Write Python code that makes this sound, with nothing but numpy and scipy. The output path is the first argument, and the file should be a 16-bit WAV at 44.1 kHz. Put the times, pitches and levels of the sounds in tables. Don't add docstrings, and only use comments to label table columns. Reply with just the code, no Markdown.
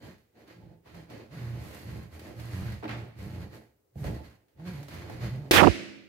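import sys
import numpy as np
from scipy import signal
from scipy.fft import rfft, irfft, next_fast_len
from scipy.io import wavfile
from scipy.ndimage import uniform_filter1d, map_coordinates

SR = 44100
rng = np.random.default_rng(int(sys.argv[2]) if len(sys.argv) > 2 else 0)


def pcm_store(signal):
    levels = np.round(np.clip(np.atleast_2d(signal), -1, 1) * 32767)
    wavfile.write(sys.argv[1], SR, levels.astype(np.int16).T)


N = 268128
POP_S = 5.5101

# t/s, length/s, boom level/dB, rub level/dB, crackle level/dB,
# fizz level/dB, first slip rate f/Hz, last slip rate f/Hz, looseness (0 clean groan to 1 ragged drag)
PUSHES = [(0.0, 0.096, -47.5, -51, -56, -66, 194.8, 196.2, 0.83),
          (0.338, 0.11, -63, -57, -66.5, -77.5, 215, 216, 0.79),
          (0.453, 0.082, -61, -56, -59.5, -74, 199.3, 189.8, .85),
          (0.53, 0.21, -51.5, -58.5, -74, -91, 184.8, 164.6, 0.71),
          (0.84, 0.085, -57, -59.5, -60, -73, 90, 90.1, 0.94),
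          (0.916, 0.096, -46, -52.5, -59.5, -71, 200, 174.4, 0.69),
          (1.075, 0.14, -49.5, -47, -56.5, -71, 111.8, 112.1, .9),
          (1.295, 0.13, -41.5, -50.5, -54.5, -65, 199.8, 129.8, 0.5),
          (1.38, .23, -35.5, -50, -56, -66, 113.9, 115.9, 0.5),
          (1.58, 0.26, -51, -51, -55.5, -59.5, 105, 94.94, .85),
          (1.821, .21, -39.5, -50.5, -56.5, -65, 94.6, 89.87, 0.91),
          (2.09, .12, -46.5, -55.5, -60, -66, 79.2, 79, 0.49),
          (2.2, .13, -49.5, -47, -57.5, -66, 90, 100, .8),
          (2.34, 0.16, -39.5, -51.5, -57, -63.5, 114.7, 115, 0.59),
          (2.478, 0.16, -34, -48.5, -53, -59.5, 86.75, 93.97, 0.29),
          (2.60, .15, -34.5, -50.5, -53, -64, 114.5, 116.9, 0.42),
          (2.85, .2, -38.5, -48, -60, -68.5, 116, 114.8, 0.58),
          (3.15, .18, -39.5, -51.5, -57.5, -65, 83.92, 112.8, 0.47),
          (3.30, .15, -38.5, -49, -56.5, -66.5, 87.94, 90, .65),
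          (3.498, .08, -51.5, -48.5, -56.5, -63.5, 124.8, 125, .9),
          (3.955, .085, -38, -50, -61, -61.5, 160, 130.4, 0.44),
          (4.02, .08, -31, -40.5, -50, -58, 60.14, 58.23, .9),
          (4.101, 0.079, -38.5, -45.5, -59, -67, 70, 69.92, 0.88),
          (4.221, 0.037, -48.5, -54.5, -55.5, -64, 75.14, 75.22, .9),
          (4.56, 0.17, -43, -52, -65.5, -78, 159.4, 185.9, .2),
          (4.645, 0.052, -33.5, -47, -48, -58, 172, 186.3, 0.25),
          (4.71, .11, -39.5, -51, -58, -66, 144.9, 135, 0.6),
          (4.881, .22, -43.5, -50, -53, -65.5, 77.83, 92, .9),
          (5.09, .115, -42, -48, -56.5, -68, 95.14, 110.1, .85),
          (5.19, 0.099, -31, -46.5, -47.5, -59.5, 116, 115.2, .55),
          (5.27, .14, -34.5, -50, -61, -72, 112, 140, 0.42),
          (5.411, 0.11, -49, -52.5, -65, -78, 139.3, 123.9, 0.43)]
# f/Hz, width/Hz, level/dB
BALLOON_MODES = [(67.4, 16.9, -4), (87.1, 17.5, -2.5), (115.8, 8.2, 3.5), (169, 38.4, -7.5), (212, 16, -11)]
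# f/Hz, width/Hz, level/dB
OVERTONE_MODES = [(219.3, 7, 2.5), (292.7, 10, -2.5), (322.8, 6.9, -5.5), (379.5, 9.2, -10.5),
                  (423, 6.6, 2.5), (523, 27, -4), (596, 13, -5.5), (634, 8.6, -6), (715, 5.3, -6),
                  (867, 16.6, -5.5)]
# f/Hz, level/dB
RUB_COLOUR = [(160, -39), (230, -6), (320, 1.5), (400, -7), (560, -8.5), (820, -13), (1050, -35.5),
              (1600, -47)]
# f/Hz, level/dB
KNOCK_COLOUR = [(120, -28), (300, 5.5), (450, -6), (620, 1.5), (860, 1), (1050, -8.5), (1450, -10),
                (3000, -29), (9000, -48)]


def amp(db):
    return 10 ** (np.asarray(db) / 20)


def unit(x):
    return x / np.sqrt(np.mean(x ** 2) + 1e-20)


def along(points, hz):
    point_hz, value = np.transpose(points)
    return np.interp(np.log(hz + 1), np.log(point_hz + 1), value)


def wobble(rate):
    points = rng.standard_normal(int(N * rate / SR) + 4)
    return map_coordinates(points, [np.arange(N) * rate / SR])


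def filtered(x, response):
    n = x.shape[-1]
    padded = next_fast_len(n + SR // 8, True)
    spectrum = rfft(x, padded) * response(np.fft.rfftfreq(padded, 1 / SR))
    return irfft(spectrum, padded)[..., :n]


def coloured(x, spectrum):
    def response(hz):
        cepstrum = irfft(np.log(amp(along(spectrum, hz))))
        middle = len(cepstrum) // 2
        cepstrum[1:middle] *= 2
        cepstrum[middle + 1:] = 0
        return np.exp(rfft(cepstrum))
    return filtered(x, response)


def ringing(x, modes):
    def response(hz):
        total = 0
        for k, (centre, width, db) in enumerate(modes):
            damping = 1j * hz * width
            total = total + (-1) ** k * amp(db) * damping / (centre * centre - hz * hz + damping)
        return total
    return filtered(x, response)


def paired(x):
    # f/Hz, likeness (0-1)
    likeness = [(60, 0.85), (200, 0.84), (380, 0.19), (700, 0.11), (1300, 0.012)]

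    def mid_and_side(hz):
        turn = np.arccos(np.clip(along(likeness, hz), -1, 1)) / 2
        return np.array([np.cos(turn), np.sin(turn)])
    mid, side = filtered(x, mid_and_side)
    return np.array([mid + side, mid - side])


def steady(x, size):
    power = np.mean(np.atleast_2d(x) ** 2, axis=0)
    smooth_power = uniform_filter1d(uniform_filter1d(power, size), size)
    return x / np.sqrt(np.abs(smooth_power) + 1e-6 * power.mean())


def add(track, s, sound):
    part = track[..., round(s * SR):][..., :sound.shape[-1]]
    part += sound[..., :part.shape[-1]]


def room_tail():
    # f/Hz, time to fall by 60 dB/s
    echo_times = [(60, 0.89), (300, 0.94), (900, 0.74), (2500, 0.89), (5000, 0.8), (8000, 0.66),
                  (12000, 0.58), (16000, 0.32)]
    hz, t, z = signal.stft(rng.standard_normal((2, SR * 3 // 5)), SR, nperseg=256)
    fading = z * amp(-60 * t / along(echo_times, hz)[:, None])
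    tail = signal.istft(fading, SR, nperseg=256)[1]
    return paired(tail / np.linalg.norm(tail[0]))


def hit(spectrum, t60, wet_db, ring=0):
    echo = room_tail()
    t = np.arange(echo.shape[1]) / SR
    contact = rng.standard_normal(echo.shape) * amp(-60 * t / t60)
    with_echo = paired(contact) + amp(wet_db) * np.linalg.norm(contact[0]) * echo
    sound = coloured(with_echo, spectrum)
    if ring:
        sound = sound + ring * ringing(sound, OVERTONE_MODES)
    return sound / np.abs(sound.mean(axis=0)).max()


def grains(spectrum, rate, spread_db, wet_db, gate):
    happens = rng.random(N) < rate * gate / SR
    slips = happens * rng.standard_normal(N) * amp(spread_db * rng.standard_normal(N))
    direct = np.array([slips, np.roll(slips, 6)])
    echo = signal.fftconvolve(slips[None], room_tail(), axes=1)[:, :N]
    return steady(coloured(direct + amp(wet_db) * echo, spectrum), size=2200)


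def envelope(s, length, release_db_per_s, arch_db):
    grip_s, softness_s = .024, 0.012
    span = slice(max(round(s * SR) - SR // 8, 0), min(round(s * SR) + SR, N))
    t = np.arange(span.start, span.stop) / SR - s
    attack = (1 + np.tanh((t - grip_s) / (2 * softness_s))) / 2
    off_centre = 2 * np.clip(t / length, 0, 1) - 1
    release_db = release_db_per_s * np.maximum(t - length, 0)
    gain = np.zeros(N)
    gain[span] = attack * amp(-arch_db * off_centre ** 2 - release_db)
    return gain


def strength(levels_db, release_db_per_s, arch_db):
    power = 0
    for (s, length, *_), db in zip(PUSHES, levels_db):
        power = power + (amp(db) * envelope(s, length, release_db_per_s, arch_db)) ** 2
    return np.sqrt(power)


def room_noise():
    # f/Hz, level/dB
    noise_colour = [(18, -62), (30, -27), (81, -3.5), (192, -16.5), (379, -10), (410, -4), (532, -12),
                    (921, -23), (3320, -32.5), (12600, -32), (15500, -24.5)]
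    noise = paired(rng.standard_normal((2, N)))
    return amp(-72.5) * unit(coloured(noise, noise_colour))


def slipping():
    start, length, *_, first_hz, last_hz, loose = np.transpose(PUSHES)
    t = np.arange(N) / SR
    push = np.maximum(np.searchsorted(start + .024, t) - 1, 0)
    progress = np.clip((t - start[push]) / length[push], 0, 1)
    rate = first_hz[push] + (last_hz - first_hz)[push] * progress
    return uniform_filter1d(np.array([rate, np.clip(loose[push], 0, 1)]), size=1000)


def kneading(jitter=.14, scatter_db=5, swing=0.59, drag_db=-2, overtones_db=1, harmonics_db=3):
    # f/Hz, level/dB
    crackle_colour = [(600, -27.5), (1000, 2), (1300, -1.5), (1800, 2), (2400, -1.5), (3000, -7),
                      (3600, -8.5), (4400, -4.5), (5500, -14.5), (7000, -16), (10000, -48)]
    # f/Hz, level/dB
    fizz_colour = [(4000, -5.5), (6500, -2.5), (9000, -4.5), (12000, 1.5), (13500, -2), (15800, -11.5)]
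    _, _, boom_db, rub_db, crackle_db, fizz_db, *_ = np.transpose(PUSHES)
    slip_hz, loose = slipping()
    cycles = np.cumsum(slip_hz * np.exp(jitter * loose * wobble(70))) / SR
    kicks = np.diff(np.floor(cycles), prepend=0) * amp(scatter_db * loose * rng.standard_normal(N))
    drag = paired(rng.standard_normal((2, N)))

    sway = swing * np.sin(2 * np.pi * cycles) * amp(3.2 * loose * wobble(35))
    kicked = .5 * steady(ringing(kicks, BALLOON_MODES), size=4000)
    dragged = amp(drag_db) * loose * unit(ringing(drag, BALLOON_MODES))
    boom = steady(kicked + sway + dragged, size=1800)

    gate = 1 + np.cos(2 * np.pi * cycles)
    rub = grains(RUB_COLOUR, rate=500, spread_db=3.5, wet_db=3.5, gate=gate)
    rub = rub + amp(overtones_db) * unit(ringing(drag, OVERTONE_MODES))
    harmonics = steady(coloured(kicks, RUB_COLOUR), size=4000)
    cleanness = 2 ** (1 - 2 * loose)
    rub = steady(rub + amp(harmonics_db) * cleanness * harmonics, size=2200)

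    grip = amp(1.07 * wobble(28))
    crackle = grip * grains(crackle_colour, rate=500, spread_db=3.0, wet_db=11.0, gate=gate)
    fizz = grip * grains(fizz_colour, rate=1200, spread_db=5, wet_db=4, gate=gate)

    boom = boom * strength(boom_db, release_db_per_s=141, arch_db=3.5) * amp([[-1], [1]])
    rub = rub * amp(1.24 * wobble(22))
    rub = rub * strength(rub_db, release_db_per_s=155, arch_db=2.0) * amp([[-.5], [2]])
    crackle = crackle * strength(crackle_db, release_db_per_s=155, arch_db=3.0) * amp([[1], [3.5]])
    fizz = fizz * strength(fizz_db, release_db_per_s=153, arch_db=3.5) * amp([[3], [2]])
    return boom + rub + crackle + fizz


def snaps():
    # t/s, snap level/dB, skin level/dB
    snap_times = [(0.181, -64, -66), (0.476, -58, -60), (0.859, -64, -52.5), (0.945, -50, -48),
                  (1.1, -49.5, -54), (1.138, -66, -60), (1.651, -62, -62), (2.194, -44, -51),
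                  (2.396, -44, -48), (2.719, -47, -44), (3.188, -54, -58), (4.042, -41, -33.5),
                  (4.483, -67.5, -75), (4.596, -62, -49), (4.829, -47.5, -47), (4.883, -45, -43),
                  (4.941, -46, -45.5), (5.097, -48, -39)]
    # f/Hz, level/dB
    snap_colour = [(400, -28.5), (1800, 3.5), (3300, -3), (4500, -4), (8000, -11.5), (12000, -9.5),
                   (16000, -11.5)]
    out = np.zeros((2, N))
    for s, snap_db, skin_db in snap_times:
        add(out, s, amp(snap_db) * hit(snap_colour, t60=.06, wet_db=4))
        add(out, s, amp(skin_db) * hit(KNOCK_COLOUR, t60=0.07, wet_db=-2))
    return out * amp([[-1], [1]])


def steps():
    # t/s, knock level/dB, click level/dB
    step_times = [(2.826, -40, -51), (2.832, -33, -44), (2.841, -33, -39), (2.853, -32.5, -39.5),
                  (2.879, -47, -38), (2.892, -35.5, -32.5), (2.910, -47, -38)]
    # f/Hz, level/dB
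    click_colour = [(300, -28), (900, 8.5), (1450, 10), (2400, 8), (3000, 1.5), (4400, -2), (7000, -19),
                    (15000, -21)]
    out = np.zeros((2, N))
    for s, knock_db, click_db in step_times:
        add(out, s, amp(knock_db) * hit(KNOCK_COLOUR, t60=0.057, wet_db=-8.0, ring=4.34))
        add(out, s, amp(click_db) * hit(click_colour, t60=0.06, wet_db=-5))
    return out * amp([[-1], [1]])


def scuff(start_s=2.868, length_s=0.061, level_db=-43):
    # f/Hz, level/dB
    grate_colour = [(300, -20), (600, 1), (900, 0.5), (1500, 4.5), (2300, 1), (3200, -5), (4400, -10),
                    (7000, -19), (12000, -43)]
    slide = amp(level_db) * envelope(start_s, length_s, release_db_per_s=162, arch_db=0.5)
    grating = grains(grate_colour, rate=900, spread_db=6.5, wet_db=9, gate=1)
    return slide * grating * amp([[0], [2]])


def shoves():
    # t/s, boom level/dB, slap level/dB
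    shove_times = [(3.957, -33, -43.5), (4.012, -29.5, -55), (4.046, -29, -40), (4.066, -33, -44),
                   (4.087, -30, -51)]
    thump = ringing(signal.unit_impulse(SR // 2), BALLOON_MODES)
    out = np.zeros((2, N))
    for s, boom_db, slap_db in shove_times:
        add(out, s, amp(boom_db) * thump / np.abs(thump).max())
        add(out, s, amp(slap_db) * hit(RUB_COLOUR, t60=0.038, wet_db=-22))
    return out * amp([[-1], [1]])


def pop(shock_s=0.00092, swell_s=0.042, swell_db=-18, rip_db=-11, rip_t60=0.068, tail_db=-23):
    # f/Hz, level/dB
    burst_colour = [(40, -12.5), (170, -9.5), (310, 13.5), (550, 3), (750, -5), (1000, -7.5), (1500, -5.5),
                    (2500, 1), (4000, -4.5), (8000, -12), (12500, -10.5), (16000, -15)]
    # f/Hz, level/dB
    tail_colour = [(40, -32), (100, -1), (190, 0.5), (330, 0), (560, -0.5), (950, -10.5), (1400, -6.5),
                   (2150, -2), (2700, -4), (3300, -9), (4400, -9), (8000, -17), (12500, -23), (16000, -24)]
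    # f/Hz, level/dB, time to fall by 60 dB/s
    room_tones = [(205, -30, 1.2), (278, -27.5, 1.15), (316, -27, 0.8), (339, -24.5, .9), (374, -28, 0.77),
                  (565, -35.5, 0.96)]
    echo = coloured(room_tail(), tail_colour)
    t = np.arange(echo.shape[1]) / SR

    def rush():
        return unit(coloured(paired(rng.standard_normal(echo.shape)), burst_colour))

    u = np.maximum(t - np.array([[0], [.0003]]), 0) / shock_s
    shock = (1 - u) * np.exp(-u / 0.94) * (1 - np.exp(-u / 0.2))
    rip = amp(rip_db - 60 * t / rip_t60) * (1 - np.exp(-u)) * rush()
    swell = (t / swell_s * np.exp(1 - t / swell_s)) ** 3
    walls = amp(swell_db) * swell * rush() * amp([[-1.5], [.3]])
    tail = amp(tail_db) * echo / echo[:, :SR // 10].std() * amp([[-1], [1]])
    ring = 0
    for hz, db, t60 in room_tones:
        tone = np.sin(2 * np.pi * (hz * t + rng.random((2, 1))))
        ring = ring + amp(db - 60 * t / t60) * tone
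    fill = 1 - np.exp(-t / 0.085)
    out = np.zeros((2, N))
    add(out, POP_S, shock + rip + walls + fill * (tail + ring * amp([[-4], [1.5]])))
    return out


def blare(top=0.52, thud_db=-15, rasp_db=-7.5):
    # t/s, centre f/Hz (each swing strays from it), drive level/dB
    path = [(5.512, 2399, -21), (5.54, 2151, -10.5), (5.585, 1749, -1.5), (5.619, 1202, -5),
            (5.624, 201, -2), (5.631, 719.6, -1), (5.648, 750, -3), (5.66, 338.6, -5.5), (5.681, 581, 2.5),
            (5.69, 111, -9.5), (5.703, 58, -16), (5.745, 50, -67)]
    s, path_hz, path_db = np.transpose(path)
    t = np.arange(N) / SR
    centre_hz = np.interp(t, s, path_hz)
    drive_db = np.interp(t, s, path_db)
    cycles = np.cumsum(centre_hz) / SR

    def chance(count):
        points = rng.standard_normal(int(cycles[-1] * count) + 4)
        return map_coordinates(points, [cycles * count])

    pace = np.exp(.85 * np.tanh(chance(count=2)) - .14)
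    size = amp(3.5 * chance(count=1))
    swing = size * np.sin(2 * np.pi * np.cumsum(centre_hz * pace) / SR)
    rasp = amp(rasp_db) * chance(count=4)
    low_noise = coloured(rng.standard_normal(N), [(30, -30), (70, 5.5), (300, 0.0), (700, -33), (3000, -66.0)])
    thud = amp(thud_db) * unit(low_noise)
    clipped = top * np.tanh(amp(drive_db) * (swing + rasp + thud))
    clipped = clipped * (np.arange(N) > POP_S * SR)
    return coloured(clipped, [(20, -23), (55, 3), (3000, -1.0), (5000, -2.5), (10000, -3)])


def scene():
    intact = np.arange(N) < POP_S * SR
    out = room_noise() + kneading() * intact + snaps() + steps() + scuff() + shoves() + pop()
    out[1] += blare()
    return out


def record(dry, ceiling=.72, top_hz=15850):
    clipped = dry / (1 + np.abs(dry / ceiling) ** 6) ** (1 / 6)
    return filtered(clipped, lambda hz: 1 / (1 + (hz / top_hz) ** 200))


dry = scene()
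out = record(dry)
pcm_store(out)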